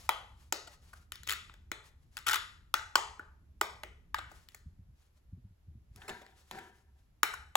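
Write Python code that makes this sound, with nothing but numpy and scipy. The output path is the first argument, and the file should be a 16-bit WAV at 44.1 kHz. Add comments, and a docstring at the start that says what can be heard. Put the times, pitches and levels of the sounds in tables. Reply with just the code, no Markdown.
"""A low rumble, faint hiss and a brush of skin, then at once hard knocks: hands work a hollow plastic toy melon.
They knock, press and pull its halves apart close to a two-port microphone; each knock rings shell and enclosed air.
Hook-and-loop pads tear in crackling bursts built from tiny blows to the same shell; rubbing is flickering noise.
Later come dull decaying bumps through the table, and toys jostling in a bowl: noise feeding the bowl's modes.
A small furnished room of fading noise bands answers the knocks and tears."""
import sys
import numpy as np
from scipy import signal
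from scipy.fft import rfft, irfft, next_fast_len
from scipy.io import wavfile
from scipy.ndimage import uniform_filter1d

SR = 44100
rng = np.random.default_rng(int(sys.argv[2]) if len(sys.argv) > 2 else 0)


def master_out(mix):
    """Clip the mix to full scale and print it as 16-bit PCM to the path in sys.argv[1]."""
    frames = np.transpose(np.atleast_2d(mix))
    ceiling = np.clip(frames, -1, 1)
    pcm = np.round(ceiling * 32767).astype(np.int16)
    wavfile.write(sys.argv[1], SR, pcm)


N = 333396

# rumble swells and sags: (time [s], level [dB])
RUMBLE_LEVEL = [(0, -56), (.25, -59.5), (.95, -60.5), (1.3, -56), (1.8, -60.5), (2.7, -60), (3.75, -59),
                (4.27, -57), (4.55, -64.5), (4.8, -57), (5.1, -68.5), (5.45, -61.5), (5.59, -71.5),
                (5.7, -56.5), (5.85, -60), (6.27, -67), (6.7, -67), (7.2, -63.5), (7.43, -59.5),
                (7.56, -62)]
# rumble spectrum: (frequency [Hz], relative level per Hz [dB])
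RUMBLE_COLOUR = [(12, -34), (20, -8), (48, -0.5), (74, 4.5), (95, -5.5), (173, -16), (400, -30.5),
                 (520, -57.5), (880, -120)]
# hiss spectrum: (frequency [Hz], relative level per Hz [dB])
HISS_COLOUR = [(150, -32), (250, -7), (7760, -27.5), (8930, -37), (11000, -22.5), (16500, -39)]
HISS_DB = -79.5

# skin sliding on plastic and cloth: (time [s], length [s], level [dB])
RUB_STROKES = [(0, 0.066, -59.5), (.31, 0.011, -77), (.41, 0.019, -65.5), (.47, 0.013, -74),
               (.72, 0.018, -64), (.84, 0.072, -71), (.965, 0.0092, -66), (1.02, .01, -73),
               (1.86, 0.013, -65), (2.03, 0.0068, -80), (2.14, 0.033, -71), (4.32, 0.11, -68),
               (4.51, .06, -75), (5.0, 0.066, -74), (5.165, 0.019, -78.5), (5.97, 0.12, -70),
               (6.36, 0.059, -72.5), (6.48, 0.027, -70.5), (6.76, 0.026, -74.5), (6.99, 0.023, -79)]
# rubbing spectrum: (frequency [Hz], relative level per Hz [dB])
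RUB_COLOUR = [(300, -14.5), (900, -8), (2500, -11), (4000, -11.5), (7800, -13.5), (11000, -15.5),
              (16000, -25)]
RUB_EDGE_S = 0.023  # time constant of swell and fade
# toys jolted in a plastic bowl: (time [s], level [dB])
JOLTS = [(5.97, -59), (6.03, -56.5), (6.085, -43.5), (6.2, -64.5), (6.51, -45.5), (6.55, -48),
         (6.95, -78.5)]
JOLT_RISE_S, SETTLE_DB_PER_S = 0.0051, 108
TOY_HISS_DB = -14  # sliding toys, relative to the jolts

# hard plastic knocks: (time [s], hollow note [Hz], then levels as rms over 10 ms:
# hollow [dB], shell [dB], ribs [dB], edge [dB], thud [dB])
KNOCKS = [(0.091, 908, -24, -29.5, -38.5, -36, -53.5), (0.524, 920, -33, -35, -31, -38, -42),
          (1.496, 1370, -55, -59, -79, -85, -71), (1.539, 1480, -63, -64, -66.5, -73, -72),
          (1.716, 1424, -39, -39, -45.5, -48.5, -47.5), (2.74, 1325, -24.5, -31, -33, -36.5, -51.5),
          (2.955, 1104, -20, -29, -26.5, -35, -39), (3.194, 1473, -41, -61, -73, -68, -54),
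          (3.612, 926, -26, -32, -35.5, -36, -39), (3.834, 859, -45.5, -44, -54, -55.5, -48),
          (4.144, 1560, -29.5, -40, -45, -47, -67), (4.546, 1800, -54.5, -63, -55, -54, -67),
          (5.96, 1290, -68.5, -66, -62, -61, -69), (6.264, 1760, -74.5, -59.5, -72, -78, -67),
          (6.511, 963, -46, -47, -51, -55.5, -55.5), (7.231, 1458, -23, -28, -32, -29.5, -44),
          (7.554, 1130, -23, -27, -31.5, -33.5, -41.5)]
# soft scuffs, faces sliding as they touch: (time [s], hollow note [Hz], then levels as rms over 10 ms:
# hollow [dB], shell [dB], ribs [dB], edge [dB], thud [dB])
SCUFFS = [(0.671, 795, -51.5, -57.5, -56, -62, -60), (0.93, 1430, -50, -86, -64, -64.5, -70),
          (4.184, 1320, -38.5, -44.5, -56, -61, -57.5), (4.313, 940, -55, -69, -66.5, -69.5, -61),
          (6.017, 1480, -53, -56, -71, -84, -68), (6.079, 950, -47.5, -49, -51, -54, -47.5),
          (6.091, 1494, -45, -43.5, -50.5, -58, -56), (6.214, 835, -67.5, -60.5, -69, -71, -58.5),
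          (6.546, 746, -56, -60, -70, -80, -78), (6.584, 1300, -50, -51, -61, -66, -70),
          (7.335, 1380, -38, -58, -52, -53, -66)]
KNOCK_MS, SCUFF_MS = 2.4, 11  # how long the faces chatter
# modes of the plastic shell: (frequency [Hz], level [dB], t60 [s])
SHELL_MODES = [(1924, 6, 0.0093), (2240, 0, .01), (2470, -3, 0.012), (2663, -2, 0.011), (3020, -1.5, .014),
               (3404, -2.5, 0.012), (3690, -4.5, 0.015), (3970, -10, 0.017)]
# modes of the stiff ribs inside: (frequency [Hz], level [dB], t60 [s])
RIB_MODES = [(4230, -7.5, 0.011), (4670, -7.5, 0.012), (5180, -3.5, 0.0076), (5740, -2, 0.0048),
             (6320, -5.5, 0.0093), (6870, -6.5, 0.016), (7300, -9, 0.021), (7935, -1, 0.0076)]
# modes of the thin rim: (frequency [Hz], level [dB], t60 [s])
EDGE_MODES = [(8500, 3, 0.0023), (10020, 2.5, 0.0033), (10250, -2, 0.0068), (11080, -1.5, 0.0068),
              (11720, -2, 0.0067), (12500, -1, 0.006), (14400, -1, 0.0059), (15500, -1.5, .005)]
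# modes of the round wall, joined to the hollow note: (frequency [Hz], level [dB], t60 [s])
BELLY_MODES = [(690, -14, 0.0047), (877, -9, 0.033), (1086, -19, 0.01), (1245, -2.5, 0.021),
               (1393, -8, 0.013), (1480, -5.5, 0.025)]
HOLLOW_T60_S, THUD_HZ, THUD_T60_S = .014, 420, .04
RADIATE_HZ = 970  # a small shell sends out little below this
HOLLOW_CUT = 0.5  # hollow low cut as a share of its note
PUSH_PER_MS = 0.5  # one firm push, divided by the chatter time in ms

# single hooks of the pad letting go: (time [s], reference level [dB], hollow rms re that level [dB])
SNAPS = [(1.12, -26.5, -22), (1.156, -37, -23), (1.233, -37, -25), (1.27, -40, -27), (1.274, -26, -27),
         (1.289, -26, -35), (1.295, -20.5, -19), (1.306, -20, -20.5), (1.315, -23.5, -21),
         (1.323, -21, -17.5), (1.334, -26, -20), (2.169, -26.5, -18.5), (2.177, -33.5, -15),
         (2.188, -37.5, -20.5), (2.27, -22, -16.5), (2.288, -17.5, -23), (2.342, -20, -25),
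         (4.487, -40.5, -35), (4.52, -56, -25)]
# rows of hooks ripping together: (time [s], reference level [dB], length [ms])
RIPS = [(2.265, -19.5, 13.6), (2.281, -18, 8.1), (2.293, -19, 9.6), (2.309, -18, 13.6),
        (2.331, -17.5, 4.75), (2.343, -20, 4), (2.355, -19.5, 7)]
# the pad peeling: (time [s], length [s], crackle level before the face resonance [dB])
TEARS = [(1.287, 0.046, -42.5), (2.265, 0.11, -44)]
SNAP_MS, RIP_HOLLOW_DB, TEAR_EDGE_S = 0.84, -13, 0.0011
HOOKS_PER_S, HOOK_SCATTER_DB = 2000, 3
PAD_HOLLOW_HZ, PAD_CUT = 1350, .85  # the cupped hand leaves the pad less bass
FACE_HZ, FACE_Q, FACE_DB = 3250, 4, 3  # resonance of the flat face under the pad

# dull bumps through the table: (time [s], peak level [dB], frequency [Hz])
BUMPS = [(4.658, -40, 76.7), (4.786, -46, 93.2), (4.884, -46, 63), (5.284, -49, 51.3), (5.325, -38, 91),
         (5.371, -48, 126), (5.442, -44, 98.3), (5.5, -51, 88), (5.674, -44.5, 85.2), (5.748, -47.5, 113.2),
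         (5.907, -46.5, 53.8), (5.951, -50, 109), (5.979, -54, 90)]
BUMP_T60_S = 0.12

# modes of the bowl: (frequency [Hz], level [dB], t60 [s])
BOWL_MODES = [(250, -2, 0.037), (332, 0.5, 0.048), (397, 7, 0.033), (521, -11, 0.059), (771.6, 2.5, 0.1),
              (951.5, 3.5, 0.053), (1360, 1.5, 0.035), (1577, 3, 0.035), (1760, 6, 0.031),
              (2040, 2.5, 0.011)]

# bands of the room's answer: (centre [Hz], t60 [s], level [dB], side re mid [ratio])
ROOM_BANDS = [(230, 0.26, -7, 0.23), (500, 0.47, -4.5, 0.27), (966, .5, -9.5, 0.39), (1960, .45, -7, 1),
              (3880, 0.44, -5.5, 0.3), (7500, 0.44, -10, 0.092), (14000, 0.16, -10, 0.31)]
ROOM_START_MS = 2.2
# phase between the ports: (frequency [Hz], left lead [radians])
PORT_LAG = [(200, .1), (600, .8), (1200, 1), (2500, 1.5), (4400, 1.3), (7000, .1), (9000, -3.1),
            (11000, -6.2), (13300, -9.4), (15500, -12.5)]
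# balance between the ports: (frequency [Hz], left minus right [dB])
PORT_BALANCE = [(60, 0.0), (110, 0.5), (200, 1.5), (380, 1.0), (700, 4.0), (1290, 2.5), (2380, 4.0),
                (4400, 6.0), (8120, 1.0), (15000, 0.5)]
# the hands drift sideways: (time [s], extra left minus right [dB])
HANDS = [(0, 0.5), (2.4, 1.5), (2.8, 2.5), (3.6, -5.5), (4.3, 0.5), (6, -3.5), (7.3, 0)]
TOP_HZ = 16300


def undb(db):
    """Turns dB into an amplitude factor."""
    return 10 ** (np.asarray(db) / 20)


def rms(x):
    """Root-mean-square level."""
    return np.sqrt(np.mean(x ** 2))


def on_log(hz, table):
    """Reads (Hz, value) rows on a log-frequency axis."""
    rows = np.array(table, float)
    return np.interp(np.log(np.maximum(hz, 1)), np.log(np.maximum(rows[:, 0], 1)), rows[:, 1])


def on_time(table):
    """Draws straight lines between (s, value) rows."""
    rows = np.array(table, float)
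    return np.interp(np.arange(N) / SR, rows[:, 0], rows[:, 1])


def noise(colour):
    """Random noise shaped to the given spectrum, at rms 1."""
    spectrum = rfft(rng.standard_normal(N))
    shape = undb(on_log(np.fft.rfftfreq(N, 1 / SR), colour))
    x = irfft(spectrum * shape, N)
    return x / rms(x)


def wide_noise(colour, side):
    """Noise shared by both ports, plus a weaker part in opposite polarity for width."""
    return noise(colour) + side * noise(colour) * np.array([[1], [-1]])


def walk(rate):
    """Wandering level: random steps, rate per second, smoothed into slopes."""
    k = int(SR / rate)
    steps = np.repeat(rng.standard_normal(N // k + 1), k)
    return uniform_filter1d(steps, k)[:N]


def ring(modes, scatter_db=0., size=2048):
    """Sum of decaying sine modes; each call draws new polarities and scatters their weights."""
    hz, db, t60 = np.array(modes, float).T[:, :, None]
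    t = np.arange(size) / SR
    chance = rng.standard_normal((len(hz), 2))
    gain = undb(db + scatter_db * chance[:, :1]) * np.sign(chance[:, 1:])
    return np.sum(gain * np.sin(2 * np.pi * hz * t) * 1000. ** (-t / t60), axis=0)


def add(out, x, s):
    """Mixes x into out from time s."""
    i = int(s * SR)
    out[i:i + len(x)] += x[:N - i]


def strokes(table, edge_s):
    """Envelope of strokes: each swells, holds for its length and dies away."""
    t = np.arange(N) / SR
    envelope = 0
    for s, hold, db in table:
        outside = np.maximum(0, np.maximum(s - t, t - s - hold))
        envelope = envelope + undb(db) * np.exp(-outside / edge_s)
    return envelope


def air():
    """Rumble that swells and sags, nearly alike in both ports; hiss, unrelated between them."""
    rumble = wide_noise(RUMBLE_COLOUR, .17) * undb(on_time(RUMBLE_LEVEL) + 1.5 * walk(28))
    hiss = undb(HISS_DB) * np.array([noise(HISS_COLOUR), noise(HISS_COLOUR)])
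    return rumble + hiss


def jolts():
    """Envelope of the toys: each jolt sets them going at once, then they settle at a steady dB rate."""
    t = np.arange(N) / SR
    power = 0
    for s, db in JOLTS:
        since = np.maximum(t - s, 0)
        rise = 1 - np.exp(-since / JOLT_RISE_S)
        power = power + (undb(db - SETTLE_DB_PER_S * since) * rise) ** 2
    return np.sqrt(power)


def rub():
    """Sliding skin and sliding toys: a grainy hiss that flickers."""
    press = strokes(RUB_STROKES, RUB_EDGE_S) + undb(TOY_HISS_DB) * jolts()
    return wide_noise(RUB_COLOUR, .45) * press * undb(2.5 * walk(60))


def blow(hollow_hz, hollow_db, shell_db, ribs_db, edge_db, thud_db, chatter_ms, cut=HOLLOW_CUT):
    """The faces meet in many quick touches that swell and thin out; they ring air, shell, ribs, rim and hand."""
    when, size = rng.random((2, 40))
    touches = np.zeros(SR // 20)
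    span = np.clip(chatter_ms, .1, 45) * SR / 1000
    force = (2 * size - 1) * when * np.exp(-3.5 * when)
    np.add.at(touches, (when * span).astype(int), force)
    # one firm push a quarter of the way in, weaker the longer the touches last
    firm = np.arange(len(touches)) == int(.25 * span)
    push = touches + PUSH_PER_MS / chatter_ms * firm

    air_note = [(ratio * hollow_hz, db, HOLLOW_T60_S) for ratio, db in ((1, 4), (.82, -7), (1.17, -7))]
    thud = [(ratio * THUD_HZ, db, THUD_T60_S) for ratio, db in ((1, 0), (.8, -4), (1.45, -4))]
    # modes, level [dB], low cut [Hz], what drives them
    parts = ((air_note + BELLY_MODES, hollow_db, cut * hollow_hz, push),
             (SHELL_MODES, shell_db, RADIATE_HZ, touches),
             (RIB_MODES, ribs_db, 2200, touches),
             (EDGE_MODES, edge_db, 4000, touches),
             (thud, thud_db, 220, push))
    out = 0
    for modes, db, cut_hz, drive in parts:
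        x = signal.fftconvolve(ring(modes, scatter_db=4.0), drive)
        x = signal.sosfilt(signal.butter(3, cut_hz, "high", fs=SR, output="sos"), x)
        level = np.sqrt(np.sum(x ** 2) / (SR // 100))  # all its energy, as rms over 10 ms
        out = out + undb(db) * x / level
    return out


def knocks():
    """Knocks and scuffs of the shell: short chatter strikes hard, long chatter scrapes."""
    out = np.zeros(N)
    for table, ms in ((KNOCKS, KNOCK_MS), (SCUFFS, SCUFF_MS)):
        for s, *voice in table:
            add(out, blow(*voice, ms), s)
    return out


def pad():
    """Loud hooks snap singly or in rows; between them many small ones crackle into the same shell."""
    out = np.zeros(N)
    loud = [(*row, SNAP_MS) for row in SNAPS]
    loud += [(s, db, RIP_HOLLOW_DB, ms) for s, db, ms in RIPS]
    for s, db, hollow_db, ms in loud:
        snap = blow(PAD_HOLLOW_HZ, hollow_db, -21.5, -21.0, -20.5, -39.5, ms, PAD_CUT)
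        add(out, undb(db) * snap, s)

    lets_go = rng.random(N) < HOOKS_PER_S / SR
    strength = undb(HOOK_SCATTER_DB * rng.exponential(size=N))
    hooks = lets_go * strength * rng.choice([-1, 1], N)
    small_blow = blow(PAD_HOLLOW_HZ, -5.1, 0.5, -11.0, -8, -25.5, chatter_ms=.3, cut=PAD_CUT)
    crackle = signal.fftconvolve(hooks, small_blow)[:N]
    out = out + strokes(TEARS, TEAR_EDGE_S) * crackle / rms(crackle)
    face = signal.lfilter(*signal.iirpeak(FACE_HZ, FACE_Q, SR), out)
    return out + undb(FACE_DB) * face


def bumps():
    """Soft low blows: the push takes a few milliseconds, so the top stays dark."""
    out = np.zeros(N)
    for s, db, hz in BUMPS:
        modes = [(hz, 0, BUMP_T60_S),
                 (1.93 * hz, -6, 0.74 * BUMP_T60_S),
                 (2.87 * hz, -14, 0.38 * BUMP_T60_S)]
        x = ring(modes, size=8192)
        x = x * (1 - np.exp(-np.arange(len(x)) / (0.0044 * SR))) ** 2  # soft onset
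        add(out, undb(db) * x / np.abs(x).max(), s)
    return out


def bowl():
    """Dense small touches keep the bowl's wall modes murmuring."""
    touches = rng.standard_normal(N) * undb(2.0 * walk(150))
    x = signal.fftconvolve(touches, ring(BOWL_MODES, size=4096))[:N]
    return jolts() * x / rms(x)


def room(dry):
    """Bands of noise, each fading at its own rate and spread over the ports in its own share."""
    size = int(.7 * SR)
    t, hz = np.arange(size) / SR, np.fft.rfftfreq(size, 1 / SR)
    tail = 0
    for centre, t60, db, spread in ROOM_BANDS:
        # long decays start lower, to keep their energy in check
        mid, side = rng.standard_normal((2, size)) / np.sqrt(SR * t60 / 14)
        pair = mid + spread * side * np.array([[1], [-1]])
        band = np.exp(-np.log2(np.maximum(hz, 1) / centre) ** 2 / .5)
        tail = tail + undb(db) * irfft(rfft(pair) * band, size) * 1000. 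** (-t / t60)
    tail = tail * (1 - np.exp(-(t * 1000 / ROOM_START_MS) ** 2))  # the answer builds up softly
    return signal.fftconvolve(dry[None], tail, axes=1)[:, :N]


def ports(sound):
    """The housing gives the two ports a lag and a balance that depend on pitch."""
    size = next_fast_len(N + SR)
    hz = np.fft.rfftfreq(size, 1 / SR)
    # half the difference goes to the left, its inverse to the right
    half = np.exp(.5j * on_log(hz, PORT_LAG)) * undb(on_log(hz, PORT_BALANCE) / 2)
    return irfft(rfft(sound, size) * np.array([half, 1 / half]), size)[:, :N]


def scene():
    """Mixes the hands, the room's answer, rubbing, bowl, bumps and air."""
    # every wall faces another side of the shell and hears its modes weighted differently
    walls = sum(room(knocks() + pad()) for side in range(3)) / np.sqrt(3)
    drift = undb(on_time(HANDS) * np.array([[.5], [-.5]]))
    hands = ports(knocks() + pad()) * drift
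    return hands + ports(walls + rub() + bowl()) + bumps() + air()


def record(dry):
    """The recorder cuts the top with a steep low-pass."""
    return signal.sosfilt(signal.ellip(10, .2, 80, TOP_HZ, fs=SR, output="sos"), dry)


dry = scene()
out = record(dry)
master_out(out)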